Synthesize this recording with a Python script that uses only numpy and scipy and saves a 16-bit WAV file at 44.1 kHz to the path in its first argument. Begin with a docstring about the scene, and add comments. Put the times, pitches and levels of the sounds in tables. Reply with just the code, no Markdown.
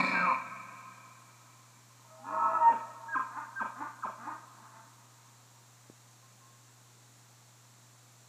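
"""A bull elk in a quiet wood ends a hoarse roar with a falling whistle. Two seconds in he bugles, then
chuckles three times, each a yelp, a grunt and a gasp, and gasps faintly twice more. He has two voices:
slow, rough vocal folds that excite the resonances of his long throat, and a high whistle that they
modulate. Trunks reflect each call and the wood reverberates. Near six seconds the camera, which hums and
hisses throughout, is knocked once; then another bull answers with two notes from far off."""
import sys
import numpy as np
from scipy import signal
from scipy.fft import rfft, irfft
from scipy.io import wavfile
from scipy.ndimage import uniform_filter1d

SR = 44100
rng = np.random.default_rng(int(sys.argv[2]) if len(sys.argv) > 2 else 0)


def transcribe(u):
    """Save the signal u as a 16-bit wav file named by the first command-line argument.

    u: samples, shape (n,) or (channels, n), limited to [-1, 1]; the rate is SR.
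    q: integer samples, one column per channel.
    """
    v = np.clip(np.atleast_2d(u).T, -1, 1)
    q = np.round(v * 32767).astype(np.int16)
    wavfile.write(sys.argv[1], SR, q)


N = 365148
TIME = np.arange(N) / SR
FREQS = np.maximum(np.arange(8193) * SR / 16384, 1)


def undb(db):
    """Decibels to amplitude ratio."""
    return 10 ** (np.asarray(db) / 20)


def unit(x):
    """Normalisation to rms 1."""
    return x / np.sqrt(np.mean(x ** 2))


def walk(per_s):
    """Low-pass noise: a smooth random drift of rms 1."""
    hold = max(int(SR / per_s), 1)
    steps = np.repeat(rng.standard_normal(N // hold + 1), hold)
    return unit(uniform_filter1d(steps, hold)[:N])


def between(start, end):
    """Control times a millisecond apart."""
    return np.arange(start, end, .001)


def arch(t, peak_s, rise_s, release_s, depth_db):
    """Triangular envelope in dB: from depth_db up to 0 and back."""
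    return np.interp(t, [peak_s - rise_s, peak_s, peak_s + release_s], [depth_db, 0, depth_db])


def track(*columns):
    """Control rows from curves and constants."""
    return np.column_stack(np.broadcast_arrays(*columns))


def controls(rows):
    """Linear interpolation: a soft gate over the rows' time span, then each column at every sample."""
    s, *columns = np.transpose(rows)
    gate = uniform_filter1d(1. * ((TIME >= s[0]) & (TIME <= s[-1])), size=128)
    return [gate] + [np.interp(TIME, s, c) for c in columns]


def colour(x, gain):
    """Minimum-phase filter with the given gain at FREQS."""
    cepstrum = irfft(np.log(gain + 1e-6))
    half = len(cepstrum) // 2
    causal = np.r_[cepstrum[0], 2 * cepstrum[1:half]]
    response = irfft(np.exp(rfft(causal, 2 * half)))[:half]
    return signal.fftconvolve(x, response)[:len(x)]


def slope(points):
    """Spectral envelope through (Hz, dB) points."""
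    hz, db = np.transpose(points)
    return undb(np.interp(np.log(FREQS), np.log(hz), db))


def no_bass(x, hz):
    """Radiation loss: a source smaller than the wavelength acts as a high-pass."""
    return signal.sosfilt(signal.butter(2, hz, "high", fs=SR, output="sos"), x)


# Spectrum of the hiss. Each row: frequency in Hz, relative level in dB.
HISS_SPECTRUM = [(30, -33.5), (85, -9), (160, -2), (240, 1.5), (420, -5.5), (720, -2), (1060, -0.5),
                 (1600, -5), (3100, -10), (4100, -6), (5000, -10), (5700, -5.5), (7400, -2.5), (9000, -12),
                 (15000, -18)]
def camera(hum_hz=120, knock_s=5.899, knock_hz=300, knock_decay_s=.0012):
    """Damped oscillation: the housing is knocked once, over steady hum and hiss."""
    hum = np.sqrt(2) * undb(-63) * np.sin(2 * np.pi * hum_hz * TIME)
    hiss = undb(-61) * unit(colour(rng.standard_normal(N), slope(HISS_SPECTRUM)))
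    age = np.maximum(TIME - knock_s, 0)
    knock = -undb(-31.5) * np.sin(2 * np.pi * knock_hz * age) * np.exp(-age / knock_decay_s)
    return hum + hiss + no_bass(knock, hz=169)


# Echo spectra of close trees, deep forest and far slopes. Each row: frequency in Hz, gain in dB.
NEAR_SPECTRUM = [(100, -12), (200, -3), (400, -4.5), (650, 7.5), (920, -8), (1270, 6), (1600, 1), (1850, 5),
                 (2300, 6.5), (3000, 0), (6000, -4.5)]
FOREST_SPECTRUM = [(100, -11.5), (200, 2), (400, -5.5), (700, 4.5), (920, -9), (1060, 1), (1290, 1.5),
                   (1600, 0.5), (1850, 0.5), (2300, 0.5), (3000, 3.5), (6000, -15)]
SLOPES_SPECTRUM = [(100, -22.5), (600, -14), (1080, 2), (1600, -8), (2300, -4), (4000, -30)]
def scatter(onset_s=.032):
    """Multiple scattering: an impulse response of three noise tails that decay exponentially."""
    t = TIME[:3 * SR]
    build_up = (1 - np.exp(-2 * (t / onset_s) ** 2)) ** 2
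    clumps = undb(walk(32)[:len(t)]) * build_up
    response = 0
    for db, t60_s, spectrum in ((-11, .84, NEAR_SPECTRUM), (-11, 2.58, FOREST_SPECTRUM),
                                (-19, 6.6, SLOPES_SPECTRUM)):
        tail = rng.standard_normal(len(t)) * clumps * np.exp(-np.log(1000) * t / t60_s)
        response = response + undb(db) * colour(tail / np.linalg.norm(tail), slope(spectrum))
    return response


def trunk(x, delay_s, db, cutoff_hz, scattered, spread_s=.0044):
    """Specular and diffuse reflection: a sharp echo from the trunk, a smeared one from the branches."""
    delayed = np.interp(TIME - delay_s, TIME, x, left=0)
    echo = no_bass(no_bass(delayed, cutoff_hz), cutoff_hz)
    t = TIME[:SR // 20]
    branches = rng.standard_normal(len(t)) * np.exp(-t / spread_s)
    smeared = signal.fftconvolve(echo, branches / np.linalg.norm(branches))[:N]
    return undb(db) * (np.sqrt(1 - scattered) * echo + np.sqrt(scattered) * smeared)


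# The nearest trees; thin ones return no bass.
# Each row: delay in seconds, gain in dB, low cutoff in Hz, share of power scattered by branches.
NEAR_TREES = [(0.0347, -6, 60, 0.2), (.0416, -7, 950, 0.9), (0.0563, -6, 950, .7), (0.079, -11, 900, .5)]
def wood(x, flicker_rad=1.1):
    """Multipath interference: after early echoes, the tail flickers between two sets of paths."""
    early = sum(trunk(x, *row) for row in NEAR_TREES)
    turn = flicker_rad * walk(30)
    tail = sum(share * signal.fftconvolve(x, scatter())[:N] for share in (np.cos(turn), np.sin(turn)))
    return early + tail


def throat(modes, skirt=1.69):
    """Formants: the summed gain of steep resonances; the mouth radiates little bass."""
    power = sum(undb(db) ** 2 / (1 + (2 * (FREQS - hz) / width) ** 2) ** skirt for hz, width, db in modes)
    return np.sqrt(power / (1 + (150 / FREQS) ** 8))


def folds(rows, modes, jitter=.05, shimmer_db=3, alternate_db=0):
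    """Source and filter: uneven pulses of the folds, each with a puff of air, excite the throat."""
    gate, hz, db, rough = controls(rows)
    rough = np.clip(rough, 0, 1)
    cycles = np.cumsum(hz * (1 + jitter * rough * walk(140))) / SR
    count = np.floor(cycles)
    pulse_db = shimmer_db * rough * walk(200) + alternate_db * np.cos(np.pi * count)
    pulses = np.diff(count, prepend=0) * np.sqrt(SR / hz) * undb(pulse_db)
    air = unit(np.exp(-(cycles % 1) / .35) * rng.standard_normal(N))
    source = np.sqrt(1 - rough ** 2) * pulses + rough * air
    return gate * undb(db) * colour(source, unit(throat(modes)))


def whistle(rows, fold_hz=212, shake=.68, waver=.017, drift=.002995, uneven=.71):
    """Modulation: the folds shake the pitch and strength of three harmonics into side bands."""
    gate, hz, db, octave_db, shaken = controls(rows)
    phase = 2 * np.pi * np.cumsum(hz * (1 + drift * walk(30) + waver * shaken * walk(120))) / SR
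    fold_phase = 2 * np.pi * np.cumsum(fold_hz * (1 + .1005 * walk(90))) / SR
    flutter = np.sin(fold_phase) + uneven * walk(220)
    third_db = np.minimum(octave_db, -6) - 17
    tone = np.sin(phase) + undb(octave_db) * np.sin(2 * phase) + undb(third_db) * np.sin(3 * phase)
    depth = shake * shaken
    return np.sqrt(2) * gate * undb(db) * tone * (1 + depth * flutter) / np.sqrt(1 + depth ** 2)


# The far bull's answer. Each row: start in seconds, length in seconds, relative level in dB.
FAR_NOTES = [(6.177, 0.11, -68), (6.362, 0.32, -68)]
def far_note(s, length_s, db, hz=1066, attack_s=.022):
    """Attack and decay: a nearly pure whistle of steady pitch sets in quickly and fades."""
    t = between(s, s + length_s)
    envelope_db = arch(t, s + attack_s, attack_s, length_s - attack_s, -17)
    return whistle(track(t, hz, db + envelope_db, -19, 0))


# Formants of a gasp. Each row: centre in Hz, width in Hz, relative gain in dB.
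GASP_FORMANTS = [(261, 145, -20), (693, 79, -14.5), (875, 70, -5.5), (1054, 30, 1.5), (1226, 163, -8.5),
                 (1444, 90, -10.5), (1646, 200, -15.5), (1970, 240, -24), (2450, 240, -31)]
# Gasps of the chuckle. Each row: peak time, rise and release in seconds, top pitch in Hz,
# levels of folds, hoot and wheeze in dB before radiation loss.
GASP_EVENTS = [(3.388, .08, 0.04, 296.6, -42, -57, -39.5), (3.827, .07, 0.049, 301.1, -41.5, -44.5, -36),
               (4.29, .11, 0.064, 310.1, -43.5, -45, -36), (4.645, 0.088, 0.087, 223.4, -60.5, -61, -57),
               (4.77, .06, .06, 221.6, -53, -68, -60)]
def gasp(s, rise_s, release_s, top_hz, db, hoot_db, wheeze_db):
    """Rising glides: rough folds and a clear hoot climb in pitch; a wheeze sweeps up at the peak."""
    low_hz, climb_s, hoot_lead_s = 206.5, .042, .015
    t = between(s - rise_s, s + release_s)
    hz = low_hz + (top_hz - low_hz) * np.exp(np.minimum(t - s + hoot_lead_s, 0) / climb_s)
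    voice_db = db + arch(t, s, rise_s, release_s, -10.5)
    voice = folds(track(t, hz, voice_db, .45), GASP_FORMANTS, jitter=.0469, shimmer_db=4)
    hoot_swell_db = arch(t + hoot_lead_s, s, .025, release_s / 4, -14)
    hoot = whistle(track(t, hz, hoot_db + hoot_swell_db, -24, .445), waver=.0594)
    wheeze_hz, octaves_per_s, half_s = 950, 14, .022
    t = between(s - half_s, s + half_s)
    sweep_hz = wheeze_hz * 2 ** (octaves_per_s * (t - s))
    sweep_db = wheeze_db + arch(t, s, half_s, half_s, -15.5)
    wheeze = whistle(track(t, sweep_hz, sweep_db, -31, .36), waver=.0301)
    return voice + hoot + wheeze


# Formants of a grunt. Each row: centre in Hz, width in Hz, relative gain in dB.
GRUNT_FORMANTS = [(275, 180, -3), (621, 130, -14), (1134, 350, -10), (1596, 270, -11), (2330, 130, -14),
                  (2490, 140, -15), (2860, 100, -26.5), (3300, 180, -27.5)]
# Grunts that end the bugle and each yelp.
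# Each row: peak time, rise and release in seconds, pitch at the peak in Hz, source level in dB.
GRUNT_EVENTS = [(2.722, 0.027, 0.036, 255, -42), (3.161, .01, 0.042, 287.6, -43.5),
                (3.618, .012, 0.035, 232.4, -43.5), (4.055, .01, 0.027, 219, -46)]
def grunt(s, rise_s, release_s, hz, db, sag_octaves_per_s=14, rough=.42):
    """Forced resonance: on a push of the chest the folds beat, sag in pitch and ring the throat."""
    t = between(s - rise_s, s + release_s)
    pitch_hz = hz * 2 ** (-sag_octaves_per_s * (t - s))
    return folds(track(t, pitch_hz, db + arch(t, s, rise_s, release_s, -11), rough), GRUNT_FORMANTS)


# Formants that a falling whistle passes. Each row: centre in Hz, width in Hz, gain in dB.
WHISTLE_FORMANTS = [(261, 140, -7.5), (518, 65, 1), (636, 49, -2), (926.6, 62, -.5), (1050, 51, 3.5),
                    (1278, 55, 2.5), (1595, 67, 0), (1841, 100, -3.5), (2270, 120, -5.5), (2560, 210, 2)]
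def caught(hz, pull=.7, reach_hz=65):
    """Frequency pulling: a sliding whistle clings to each resonance, then jumps to the next."""
    return hz + sum(pull * (centre - hz) * np.exp(-.5 * ((hz - centre) / reach_hz) ** 2)
                    for centre, _, _ in WHISTLE_FORMANTS)


# Whistles of the roar, the bugle and three yelps. Each row: start, lead-in, break and end in seconds,
# first, full and lowest pitch in Hz and fall in Hz per second (before pulling), relative held and
# falling levels in dB, held and falling shake from 0 to 1, ratio of fold pitch to whistle pitch.
FALLING_WHISTLES = [(0, .036, .14, .33, 1900, 1690, 900, 4200, -43, -27, .5, .32, .15),
                    (2.595, .004, 2.688, 2.73, 948, 930, 260, 30000, -21, -31, .1, .6, .2),
                    (3.084, .039, 3.143, 3.178, 1640, 1572, 1030, 26000, -27.5, -26.5, .05, .62, .2),
                    (3.558, .002, 3.59, 3.634, 1590, 1570, 600, 22000, -35, -30.5, .05, .75, .19),
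                    (4.024, .001, 4.027, 4.068, 1450, 1430, 640, 20000, -37, -30, .25, .8, .17)]
def falling_whistle(start, lead_s, break_s, end, first_hz, full_hz, last_hz, fall_hz_per_s,
                    held_db, fall_db, held_shake, fall_shake, fold_share):
    """Register break: a soft note swells, then the folds take hold and it slides down, growing richer."""
    soft_db, swell_s, takeover_s, release_s = -41, .013, .0059, .0056
    strongest_hz, lowest_fold_hz = 980, 153
    t = between(start, end)
    swell = 1 - np.exp(-np.maximum(t - start - lead_s, 0) / swell_s)
    fallen_s = np.maximum(t - break_s, 0)
    broken = np.minimum(fallen_s / takeover_s, 1)
    hz = np.maximum(first_hz + (full_hz - first_hz) * swell - fall_hz_per_s * fallen_s, last_hz)
    hz = hz + broken * (caught(hz) - hz)
    note_db = soft_db + (held_db - soft_db) * swell
    slide_db = fall_db + np.interp(hz, [219, 440, strongest_hz, 1393], [-12, -8, 0, -4.5])
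    release_db = np.interp(t, [end - release_s, end], [0, -14.5])
    db = (1 - broken) * note_db + broken * slide_db + release_db
    octave_db = np.minimum(-23 - 19 * np.log2(hz / strongest_hz), -9)
    octave_db -= 21.5 * (1 - swell)  # purer until it has swollen
    shaken = held_shake + (fall_shake - held_shake) * broken
    fold_hz = np.interp(TIME, t, np.maximum(fold_share * hz, lowest_fold_hz))
    rows = track(t, hz, db, octave_db, shaken)
    return whistle(rows, fold_hz, shake=1.15, waver=.0281, drift=.00502, uneven=.26)


# Formants of the roar and of its rasp. Each row: centre in Hz, width in Hz, relative gain in dB.
ROAR_FORMANTS = [(218.4, 50, -5.5), (264, 45, -3.5), (528, 40, -10), (672.5, 98, -11.5), (920, 60, -7),
                 (1043, 144, -6), (1294, 22, -5.5), (1480, 160, -20), (1830, 150, -15.5), (2210, 50, -8),
                 (2330, 80, -2.5), (2442, 96, -8), (2649, 53, -15.5)]
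RASP_FORMANTS = [(3450, 57, -5.5), (3780, 200, 0), (4180, 200, 6), (4480, 300, -3), (5150, 300, -7),
                 (7045, 3400, -19)]
# Course of the roar. Each row: time in seconds, pitch in Hz, source level in dB,
# roughness (1 or more is all air), chest tone level in dB.
ROAR_CONTOUR = [(0, 193.3, -26.5, 0.86, -44), (.06, 189.7, -36, 0.72, -46), (.14, 185.6, -34, 0.62, -55.5),
                (0.216, 183.9, -39.5, .55, -42), (.285, 175.2, -35, .6, -51),
                (.32, 153.8, -42, 1.03, -67.5), (.36, 143.4, -55, 0.74, -82)]
def roar(growl_hz=53, growl_db=4, growl_fade_s=.2, rasp_fade_db_per_s=60):
    """Amplitude modulation: hoarse folds and forced air throb in a fading growl over a chest tone."""
    s, hz, db, rough, chest_db = np.transpose(ROAR_CONTOUR)
    voice = folds(track(s, hz, db, rough), ROAR_FORMANTS, jitter=.08, shimmer_db=4.5)
    rasp = folds(track(s, hz, -45 - rasp_fade_db_per_s * s, .89), RASP_FORMANTS)
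    throb = np.sin(2 * np.pi * np.cumsum(growl_hz * (1 + .25 * walk(60))) / SR)
    growl = undb(growl_db * np.exp(-TIME / growl_fade_s) * throb)
    chest = whistle(track(s, hz, chest_db, -23, .23), fold_hz=36.7, waver=.13)
    return growl * (voice + rasp) + chest


# Clear partials of the bugle.
# Each row: start and end in seconds, first and last pitch in Hz, peak level in dB, shake from 0 to 1.
BUGLE_PARTIALS = [(2.19, 2.42, 220, 370, -58.5, .2), (2.18, 2.32, 785, 870, -56, 0.4),
                  (2.297, 2.496, 1090, 1090, -39, 0.41), (2.315, 2.502, 930, 920, -37, 0.41),
                  (2.53, 2.594, 1020, 900, -40, .3)]
def bugle_partial(start, end, first_hz, last_hz, db, shaken):
    """Linear glide: a partial moves between two pitches while its power follows a half sine."""
    t = between(start, end)
    along = (t - start) / (end - start)
    hz = first_hz + (last_hz - first_hz) * along
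    swell_db = 10 * np.log10(np.sin(np.pi * along) + 1e-4)
    return whistle(track(t, hz, db + swell_db, -34.5, shaken), fold_hz=53.1)


# Formants of the bugle. Each row: centre in Hz, width in Hz, relative gain in dB.
BUGLE_FORMANTS = [(210.8, 71, -24), (288, 98, -19), (497, 50, -21), (829, 30, -12), (921, 82, -2.5),
                  (1061, 55, -4), (1245, 90, -9), (1419, 60, -12), (1694, 41, -16.5), (1820, 88, -34.5),
                  (2443, 57, -25.5), (2650, 120, -33)]
# The folds in the bugle. Each row: time in seconds, pitch in Hz, source level in dB.
BUGLE_CONTOUR = [(1.98, 72.29, -70), (2.225, 85.66, -64), (2.26, 92.1, -45.5), (2.3, 98.3, -40.5),
                 (2.335, 104.3, -39.5), (2.39, 107.1, -40), (2.5, 109.5, -39.5), (2.575, 106.7, -36.5),
                 (2.61, 106.1, -47.5), (2.69, 102.2, -42.5), (2.74, 94.4, -57)]
# Its held tone. Each row: time in seconds, pitch in Hz, levels of tone and octave in dB before trim.
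HELD_CONTOUR = [(2.04, 654, -76, -85.5), (2.112, 639.5, -63, -62.5), (2.195, 642, -64, -70.5),
                (2.23, 650, -76, -74), (2.338, 646.5, -44, -38.5), (2.43, 646.7, -59.5, -37.5),
                (2.495, 661, -45, -37.5), (2.586, 638.8, -41.5, -36), (2.61, 635.7, -47.5, -39.5)]
def bugle(rough=.46, trim_db=2, octave_trim_db=-1):
    """Biphonation: the folds tighten and swell while a whistle holds its own note among clear partials."""
    s, hz, db = np.transpose(BUGLE_CONTOUR)
    voice = folds(track(s, hz, db, rough), BUGLE_FORMANTS, jitter=.035, shimmer_db=2.5, alternate_db=4)
    partials = sum(bugle_partial(*row) for row in BUGLE_PARTIALS)
    s, hz, db, octave_db = np.transpose(HELD_CONTOUR)
    held = track(s, hz, db + trim_db, octave_db - db + octave_trim_db, .25)
    return voice + partials + whistle(held, fold_hz=53.05, waver=.03)


def scene():
    """Superposition: the near bull direct and reflected, the far bull by echo alone, and the camera."""
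    gasps = sum(gasp(*row) for row in GASP_EVENTS)
    whistles = sum(falling_whistle(*row) for row in FALLING_WHISTLES)
    whistles = colour(whistles, throat(WHISTLE_FORMANTS, skirt=.95))  # a glide swells on each resonance
    bull = roar() + bugle() + no_bass(gasps + whistles, hz=149)
    bull += sum(grunt(*row) for row in GRUNT_EVENTS)
    answer = sum(far_note(*row) for row in FAR_NOTES)
    return (bull + wood(bull + 2 * answer) + camera())[None]


def record(dry):
    """Band limiting: a steep low-pass removes the highest treble."""
    top_hz = 15300
    return signal.sosfilt(signal.ellip(10, .2, 80, top_hz, fs=SR, output="sos"), dry)


dry = scene()
out = record(dry)
transcribe(out)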